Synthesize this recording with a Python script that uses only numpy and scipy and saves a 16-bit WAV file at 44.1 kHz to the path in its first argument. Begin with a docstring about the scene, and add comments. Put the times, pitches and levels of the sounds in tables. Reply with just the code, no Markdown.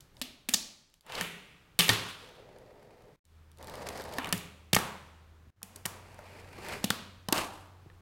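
"""A toy skateboard on a hardwood floor and a stack of plastic cases in a bare room, in four shots.
First hard clacks, as the level sinks; from 1 s a fade-in, a knot of blows near 1.8 s and ticking wheels.
After a short silence a hum joins, wheels roll in and the deck clatters, until a second gap near 5.5 s.
Last, a faint roll, loud blows from 6.8 s and a clatter dying away. Cracks ring the deck, low modes give
the hollow thuds, filtered noise rolls; random decaying echo makes the room around the microphone."""
import sys
import numpy as np
from scipy import signal
from scipy.fft import rfft, irfft
from scipy.io import wavfile
from scipy.ndimage import uniform_filter1d

SR = 44100
rng = np.random.default_rng(int(sys.argv[2]) if len(sys.argv) > 2 else 0)


def materialize(psi):
    """Save the field psi as 16-bit PCM at rate SR to the path in sys.argv[1].

    A 1-D psi becomes a single channel; in a 2-D psi each row is a channel.
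    """
    bounded = np.clip(np.atleast_2d(psi).T, -1, 1)
    quanta = np.round(bounded * 32767).astype(np.int16)
    wavfile.write(sys.argv[1], SR, quanta)


N = 353241

# wheels, tail and axles striking: (time [s], level [dB], centre of the crack [Hz],
# treble against the middle [dB], length of the crack [ms])
CLACKS = [(0.006, -50, 4270, 2.5, 3.2), (0.1681, -46.5, 3540, -17, 1.6), (0.2151, -20.5, 3380, -10, 1.7),
          (0.2196, -31.5, 3450, -2, 4.4), (0.488, -24.5, 2580, 1.5, 4.4), (0.4926, -28, 3580, 11, 1.6),
          (0.5374, -12, 5400, -12, 2.5), (0.5412, -11.5, 4800, -20.5, 4.6), (0.5444, -6.5, 4900, -32, 0.9),
          (1.0651, -35, 2150, -2.5, 1.1), (1.1517, -26, 3600, -12, 4.5), (1.121, -27.5, 3000, -9, 2.2),
          (1.2105, -13.5, 2400, -3, 1.55), (1.2175, -28, 2980, -6.5, 1.5), (1.7903, -16.5, 2860, 5.5, 2.2),
          (1.793, -16.5, 3400, -2, 1.8), (1.7963, -11.5, 3050, 0, 1.3), (1.8006, -14, 2630, -4, 1.6),
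          (1.8065, -13.5, 2820, -7, 1.95), (1.8221, -22, 2640, -8.5, 1), (1.8827, -16, 2870, 4, 0.51),
          (1.8918, -5, 3600, -8, 1.08), (1.8958, -4.5, 2670, -8, 0.54), (1.899, -17, 1310, -5.5, 1.1),
          (1.9025, -21, 1320, -3, 1.3), (1.9318, -29, 2510, -8, 8.7), (3.8878, -36.5, 2500, 2, 2.8),
          (4.1843, -20, 2280, -11, 1.8), (4.186, -26, 975, -19.5, 2.25), (4.2446, -31.5, 2400, -10.5, 3.3),
          (4.2721, -30, 1260, -2.5, 1.2), (4.326, -15.5, 3100, 4.5, 0.91), (4.3291, -19.5, 2410, -2, 1.55),
          (4.3777, -35.5, 2580, 6, 1.6), (4.731, -13, 3570, -7, 1.6), (4.7323, -18, 2240, 1, 3.5),
          (4.7458, -18, 2980, -12, 1.2), (4.7475, -19.5, 2500, 6.5, 1.8), (4.7525, -20.5, 3000, 24, 0.32),
          (4.764, -24, 3040, -6, 4.4), (4.7654, -7, 1380, -24, 0.54), (4.7878, -21.5, 966, -7, 2.04),
          (5.618, -37.5, 786, -17.5, 1.6), (5.6297, -31.5, 2640, 8, 2.3), (5.7593, -50, 1920, 12, 4.5),
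          (5.854, -31, 2700, -23, 2.9), (5.8556, -32, 980, 10.5, 1.9), (5.8609, -23, 1440, 9, 0.67),
          (6.1439, -49.5, 1440, -4.5, 2.2), (6.1903, -48, 860, -5, 3.4), (6.5857, -43, 1610, -10.5, 2.5),
          (6.8415, -25, 3100, -2, 5.9), (6.9036, -16, 3400, -6, 2.73), (6.906, -23, 1300, -13.5, 2.1),
          (7.2857, -28.5, 3500, -2.5, 2.5), (7.287, -29.5, 800, -20, 3.9), (7.3246, -26.5, 1030, 8, 3.3),
          (7.326, -16.5, 3400, -8, 2.8), (7.3275, -22.5, 1000, -11, 5.6), (7.3446, -29, 830, -10, 5.8),
          (7.3645, -29, 900, -9, 3.4), (7.3797, -23, 4530, -3, 1.45), (7.3854, -45, 1020, 8, 1.9),
          (7.8999, -49.5, 1600, -30.5, 1.7)]
# wheels ticking over grit and board joints: (time [s], level [dB])
TICKS = [(0.9, -54), (0.9404, -40.5), (1.0089, -42), (2.5853, -56), (2.829, -61), (2.971, -69.5),
         (3.0213, -60), (3.056, -69.5), (3.2527, -47.5), (3.516, -56), (3.573, -59), (3.5852, -53),
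         (3.627, -45), (3.644, -48), (3.6716, -42), (3.6971, -40.5), (3.7547, -40), (3.7702, -55),
         (3.8031, -53), (3.9747, -41.5), (4.0194, -40.5), (4.0393, -42), (4.0915, -48), (4.1246, -55.5),
         (4.138, -38.5), (4.291, -37), (6.6326, -51.5), (6.6856, -37)]
# modes the little deck rings with: (frequency [Hz], relative level [dB], t60 [s])
DECK_MODES = [(900, -2, 0.02), (1213, 1.5, 0.015), (1826, -3.5, 0.034), (2230, -6.5, 0.024),
              (3060, -4.5, 0.021), (3600, -6, .025), (4880, -11, 0.038), (8800, -7.5, .02)]
# floor boards or hollow cases answering a blow: (time [s], level [dB], settled pitch [Hz], t60 [s])
THUDS = [(0.2145, -35.5, 252.6, 0.092), (0.488, -27.5, 241, 0.056), (0.541, -26, 208, 0.03),
         (1.211, -30.5, 168.3, 0.12), (1.791, -25.5, 167, 0.14), (1.892, -23, 106.4, 0.13),
         (1.902, -31, 171, 0.15), (4.1846, -31, 264, 0.081), (4.3263, -28, 164, 0.1),
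         (4.338, -26.5, 179, 0.037), (4.345, -33, 101, 0.14), (4.7326, -14.5, 146, 0.041),
         (4.7657, -17, 165, 0.03), (5.469, -47.5, 89.2, 0.072), (5.63, -40, 193, 0.083),
         (5.856, -29, 148, 0.041), (6.19, -41, 587, 0.053), (6.586, -36.5, 352, 0.036),
         (6.8418, -17, 203, 0.028), (6.904, -20, 167, 0.022), (7.286, -22.5, 170, 0.025),
         (7.325, -15.5, 300, 0.031), (7.861, -43, 134, 0.11), (7.9, -59.5, 508, 0.08)]
# rolling wheels, and the clatter and sliding after landings, one curve each: (time [s], rumble level [dB])
ROLLS = [
    [(0.12, -81), (0.21, -53)],
    [(1.02, -62.5), (1.1, -39.5), (1.2, -34), (1.3, -54.5)],
    [(1.9, -52), (2.1, -56.5), (2.45, -75)],
    [(2.2, -58), (2.5, -56), (3.16, -59.5)],
    [(3.56, -73), (3.6, -51), (3.8, -44), (4.15, -45), (4.21, -39)],
    [(4.2, -55.5), (4.32, -35.5)],
    [(4.78, -37.5), (4.89, -63.5), (5.0, -55)],
    [(5.64, -79), (5.77, -54.5), (5.85, -71)],
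    [(5.88, -57), (6.03, -59), (6.13, -59), (6.35, -54.5), (6.5, -57), (6.735, -42), (6.82, -52),
     (6.86, -39)],
    [(7.335, -35), (7.39, -38), (7.48, -51.5), (7.7, -66.5), (7.9, -95.5), (8.0, -93)],
]
# sound of each of these curves: (rumble centre [Hz], rumble width [Hz], rattle centre [Hz], then against
# the rumble: axle rattle [dB], scrape hiss [dB], floor boom [dB]; last, depth of the grit [dB])
SURFACES = [(670, 600, 8700, -6.5, -0.5, -7.5, -4), (900, 1200, 2750, 0, -11, -15, -6.5),
            (1190, 600, 3300, 7.5, -1, -10.5, -9.5), (444, 340, 2000, -14.5, -27, -11.5, 0),
            (600, 710, 1660, -6, -13.5, -9.5, -1), (800, 800, 2500, -4, -8, -2, 15.5),
            (520.5, 2100, 2500, -13, -30.5, -13, 17), (580, 1500, 4800, -9, -14, 0, -14),
            (560, 1040, 2270, 1, -8, -6.5, -16.5), (785, 1700, 2700, 2.5, -1.5, -8.5, -14)]
# floor boards humming under the wheels: (frequency [Hz], width [Hz], relative level [dB])
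BOARDS = [(415, 38, 2.5), (506, 55, 2), (600, 50, 0.5), (721, 60, -7.5), (900, 130, -0.5), (1180, 44, -3)]
# rings of the loose axles: (frequency [Hz], width [Hz], relative level [dB])
AXLE_RINGS = [(1550, 600, -6), (4600, 1200, -12)]
# decay of the room's main echo: (frequency [Hz], t60 [s])
ROOM_DECAY = [(100, .6), (260, 0.56), (700, 0.67), (1840, 0.61), (3500, 0.59), (6000, 0.5), (11000, 0.36),
              (14500, 0.28), (16000, 0.4)]
# colour the walls give the echo: (frequency [Hz], relative level [dB])
WALL_COLOUR = [(100, 6.5), (400, 15), (1200, 10), (2000, 2), (4200, -1), (5200, -2), (9500, -3), (15000, 0)]
# send into the echo, grows with distance; each source has its own share too: (time [s], level [dB])
ECHO_SEND = [(0, -7.5), (1, -6), (1.5, 1), (1.85, -4.5), (2, -4.5), (4.2, -7), (4.75, -9), (5.8, -8.5),
             (6.9, -10), (7.3, -12)]
# the shots, the last cut at N: (start [s], end [s])
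SHOTS = [(0, 1.0), (1.0, 3.162), (3.25, 5.506), (5.561, 8.02)]
# background and fades of each shot: (room air [dB], handling rumble, before its swell [dB],
# hum pitch [Hz], hum [dB], fade-in [s], fade-out [s])
BEDS = [(-63.5, -65, 80, -100, 0.00067, 0.9), (-63.5, -72, 80, -100, 0.5, 0.002),
        (-64.5, -70, 79.4, -58, 0.11, 0.0013), (-62, -68, 91, -57.5, 0.31, 0.002)]
# spectrum of the room air: (frequency [Hz], relative level [dB])
AIR_COLOUR = [(12, -34.5), (20, -14), (83, -10.5), (130, -7.5), (241, -18), (410, -20), (642, -25),
              (1260, -24.5), (9400, -42.5), (16000, -44)]
# the one stretch of full silence: (start [s], end [s])
HUSH = (3.193, 3.243)

TICK_HZ, TICK_TREBLE_DB, TICK_MS = 3500, 3, 1.4
RING_DB = -6  # ring of the deck against the crack
BRIGHTEN = 0.27  # rattle and hiss drop this many extra dB for each dB the curve eases off
FADED = 0.21  # amplitude at the quiet end of a fade
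FAINT_DB = -83  # very faint steady noise under everything but the hush
EDGE_HZ = 16100  # upper band limit


def gain_of(db):
    """Decibels to amplitude."""
    return 10 ** (np.asarray(db) / 20)


def evened(x):
    """Scales to rms 1."""
    return x / np.sqrt(np.mean(x ** 2) + 1e-20)


def read(points, hz):
    """Reads a spectrum table on a log-frequency axis."""
    f, value = np.transpose(points)
    return np.interp(np.log(hz + 1), np.log(f + 1), value)


def columns(rows, t):
    """Reads the columns of a curve at the times t."""
    s, *rest = np.transpose(rows)
    return [np.interp(t, s, c) for c in rest]


def add(mix, s, sound):
    """Mixes a sound in at time s."""
    part = mix[max(round(s * SR), 0):][:len(sound)]
    part += sound[:len(part)]


def resonate(x, hz, width):
    """A resonance of gain 1: shifts hz down to zero, smooths, and shifts back."""
    turn = np.exp(2j * np.pi * np.cumsum(hz * np.ones(len(x))) / SR)
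    r = np.exp(-np.pi * width / SR)
    smooth = signal.lfilter([1 - r], [1, -r], x / turn + 1e-18)
    return 2 * (turn * smooth).real


def passed(x, hz, kind):
    """Second-order high- or low-pass."""
    return signal.sosfilt(signal.butter(2, hz, kind, fs=SR, output="sos"), x)


def crack_colour(middle_source, treble_source, hz, treble_db):
    """A hard blow excites a broad band around hz and a hissy band on top."""
    middle = resonate(resonate(middle_source, hz, .8 * hz), hz, 1.4 * hz)
    middle = passed(passed(middle, .6 * hz, "high"), .45 * hz, "high")
    treble = passed(passed(treble_source, 5000, "high"), 12300, "low")
    return evened(middle) + gain_of(treble_db) * evened(treble)


def deck_ring(t, hz, share):
    """A blow sets the deck's modes decaying; the share of each mode is drawn at random for each blow."""
    ring = np.zeros(len(t))
    for (f, mode_db, t60), g, detune in zip(DECK_MODES, *share):
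        # modes near the crack's centre are favoured
        db = mode_db + 3.0 * g - 60 * t / t60 - 9.0 * abs(np.log2(f / hz))
        ring += gain_of(db) * np.sin(2 * np.pi * f * (1 + detune / 50) * t)
    return gain_of(RING_DB) * ring


def clacks():
    """Each blow or tick is a short noise crack that sets the deck ringing.
    Returns the direct sound and, as three rows taken in turn, the bare pulse that fills the room."""
    out, sent, t = np.zeros(N), np.zeros((3, N)), np.arange(4096) / SR
    blows = CLACKS + [(s, db, TICK_HZ, TICK_TREBLE_DB, TICK_MS) for s, db in TICKS]
    noise = rng.standard_normal((len(blows), 2, len(t)))
    share = rng.standard_normal((len(blows), 2, len(DECK_MODES)))
    for k, (s, db, hz, treble_db, long_ms) in enumerate(blows):
        # contact chatters, then lets go
        shape = np.exp(-(1000 * t / long_ms) ** 2) * (1 - np.exp(-t / 0.00054))
        crack = shape * crack_colour(*noise[k], hz, treble_db)
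        ring = deck_ring(t, hz, share[k])
        add(out, s, gain_of(db) * (crack + ring))
        # a single click, scaled to the energy of the crack
        pulse = crack_colour(t == 0, t == 0, hz, treble_db) * np.sqrt(np.mean(shape ** 2))
        add(sent[k % 3], s, gain_of(db + 3.5) * (pulse + ring / 6))
    return out, sent


def thuds():
    """A low mode whose pitch sags after the blow, with a shorter-lived overtone."""
    out, t = np.zeros(N), np.arange(8192) / SR
    for s, db, hz, t60 in THUDS:
        turn = 2 * np.pi * np.cumsum(hz * (1 + 0.51 * np.exp(-t / 0.0011))) / SR
        tone = np.sin(turn) * gain_of(-60 * t / t60)
        overtone = 0.58 * np.sin(2.3 * turn) * gain_of(-130 * t / t60)
        onset = 1 - np.exp(-t / 0.00028)
        add(out, s, -gain_of(db) * (tone + overtone) * onset)
    return passed(passed(out, 82, "high"), 82, "high")


def roll_or_clatter(rows, hz, width_hz, rattle_hz, rattle_db, hiss_db, boom_db, grit_db):
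    """Uneven grain and sparse grit drive the boards, a loose rattle and a scrape hiss.
    Returns the start time and the sound."""
    t = np.arange(rows[0][0], rows[-1][0], 1 / SR)
    db = columns(rows, t)[0]
    dull_db = BRIGHTEN * (db - db.max())
    rumble_noise, axle_noise, hiss_noise, boom_noise, lumps = rng.standard_normal((len(t), 5)).T
    # about 220 grains a second, each dying within a few tens of ms
    grit = (rng.random(len(t)) < 220 / SR) * rng.exponential(1, len(t))
    grit = signal.lfilter([1], [1, -np.exp(-1 / SR / 0.005)], grit)
    grain = gain_of(1.2 * evened(uniform_filter1d(lumps, 300)))
    bumpy = grain * (1 + gain_of(grit_db) * grit)

    rumble = evened(resonate(resonate(rumble_noise * bumpy ** .4, hz, width_hz), hz, 2 * width_hz))
    boards = sum(gain_of(g) * resonate(rumble, f, w) for f, w, g in BOARDS)
    rumble = evened(rumble + gain_of(-1.5) * boards)
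    boom = evened(resonate(resonate(boom_noise, 99, 120), 220, 280))

    shaken = axle_noise * bumpy
    axle = resonate(resonate(shaken, rattle_hz, 800), rattle_hz, 1600)
    rings = sum(gain_of(g) * resonate(resonate(shaken, f, w), f, 4.5 * w) for f, w, g in AXLE_RINGS)
    rattle = evened(axle - rings)

    hiss = passed(passed(hiss_noise * bumpy ** 1.2, 4700, "high"), 11000, "low")
    hiss = evened(hiss + 0.12 * resonate(hiss, 7900, 2000))  # the small wheels sing near the top

    bright = gain_of(rattle_db) * rattle + gain_of(hiss_db) * hiss
    sound = rumble + gain_of(dull_db) * bright + gain_of(boom_db) * boom
    fade = np.clip(np.minimum(t - t[0], t[-1] - t) / 0.038, 0, 1)
    return rows[0][0], gain_of(db) * sound * fade


def room_tail():
    """Dense random echo of the bare room, each band dying at its own speed."""
    t = np.arange(SR) / SR
    taps = rng.standard_normal(SR) * (1 - np.exp(-t / 0.0017))
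    hz, frame_t, z = signal.stft(taps, SR, nperseg=256)
    fall_db = -60 * frame_t / read(ROOM_DECAY, hz)[:, None]
    # a weak, slower tail returns from the rooms next door
    decay = np.hypot(gain_of(fall_db), gain_of(-14.5 + 0.45 * fall_db))
    z = z * gain_of(read(WALL_COLOUR, hz)[:, None]) * decay
    tail = signal.istft(z, SR, nperseg=256)[1]
    return tail / np.linalg.norm(tail)


def background(count, air_db, rumble_db, hum_hz, hum_db):
    """Coloured noise for room air, swelling low noise for handling, a steady sine hum; count samples."""
    air_noise, rumble_noise, wander = rng.standard_normal((3, count))
    colour = gain_of(read(AIR_COLOUR, np.fft.rfftfreq(count, 1 / SR)))
    air = evened(irfft(rfft(air_noise) * colour, count))
    swell = gain_of(evened(passed(wander, 3.7, "low")))  # about 1 dB up and down
    rumble = evened(passed(passed(rumble_noise, 45, "low"), 22, "high")) * swell
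    hum = np.sqrt(2) * np.sin(2 * np.pi * hum_hz * np.arange(count) / SR)
    return gain_of(air_db) * air + gain_of(rumble_db) * rumble + gain_of(hum_db) * hum


def scene():
    """Echo stops with its shot; blows take three random echoes in turn, so that close hits do not comb."""
    t = np.arange(N) / SR
    cracks, sent = clacks()
    low = thuds()
    rolling = np.zeros(N)
    for rows, surface in zip(ROLLS, SURFACES):
        add(rolling, *roll_or_clatter(rows, *surface))
    sent[0] += 0.043 * rolling + 0.5 * low
    sent *= gain_of(columns(ECHO_SEND, t)[0])
    direct = cracks + low + rolling
    tails = np.array([room_tail() for _ in sent])
    out = np.zeros(N)
    for (start, end), (*bed, in_s, out_s) in zip(SHOTS, BEDS):
        a, b = round(start * SR), min(round(end * SR), N)
        echo = signal.fftconvolve(sent[:, a:b], tails, axes=1)[:, :b - a].sum(0)
        fade = np.interp(t[a:b], [start, start + in_s, end - out_s, end], [FADED, 1, 1, FADED])
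        edges = signal.windows.tukey(b - a, 200 / (b - a))  # 100 samples of taper at each end
        out[a:b] = (direct[a:b] + echo + background(b - a, *bed)) * fade * edges
    heard = (t < HUSH[0]) | (t > HUSH[1])
    faint_noise = background(N, FAINT_DB, FAINT_DB, 0, FAINT_DB)  # at 0 Hz the hum is silent
    return (out + faint_noise * heard)[None]


def record(dry):
    """The microphone's input stage rounds off the hardest peaks; then the band limit."""
    rounded = .75 * np.tanh(dry / .75)
    low_pass = signal.firwin(511, EDGE_HZ, window=("kaiser", 9), fs=SR)
    return signal.oaconvolve(rounded, low_pass[None], "same")


dry = scene()
out = record(dry)
materialize(out)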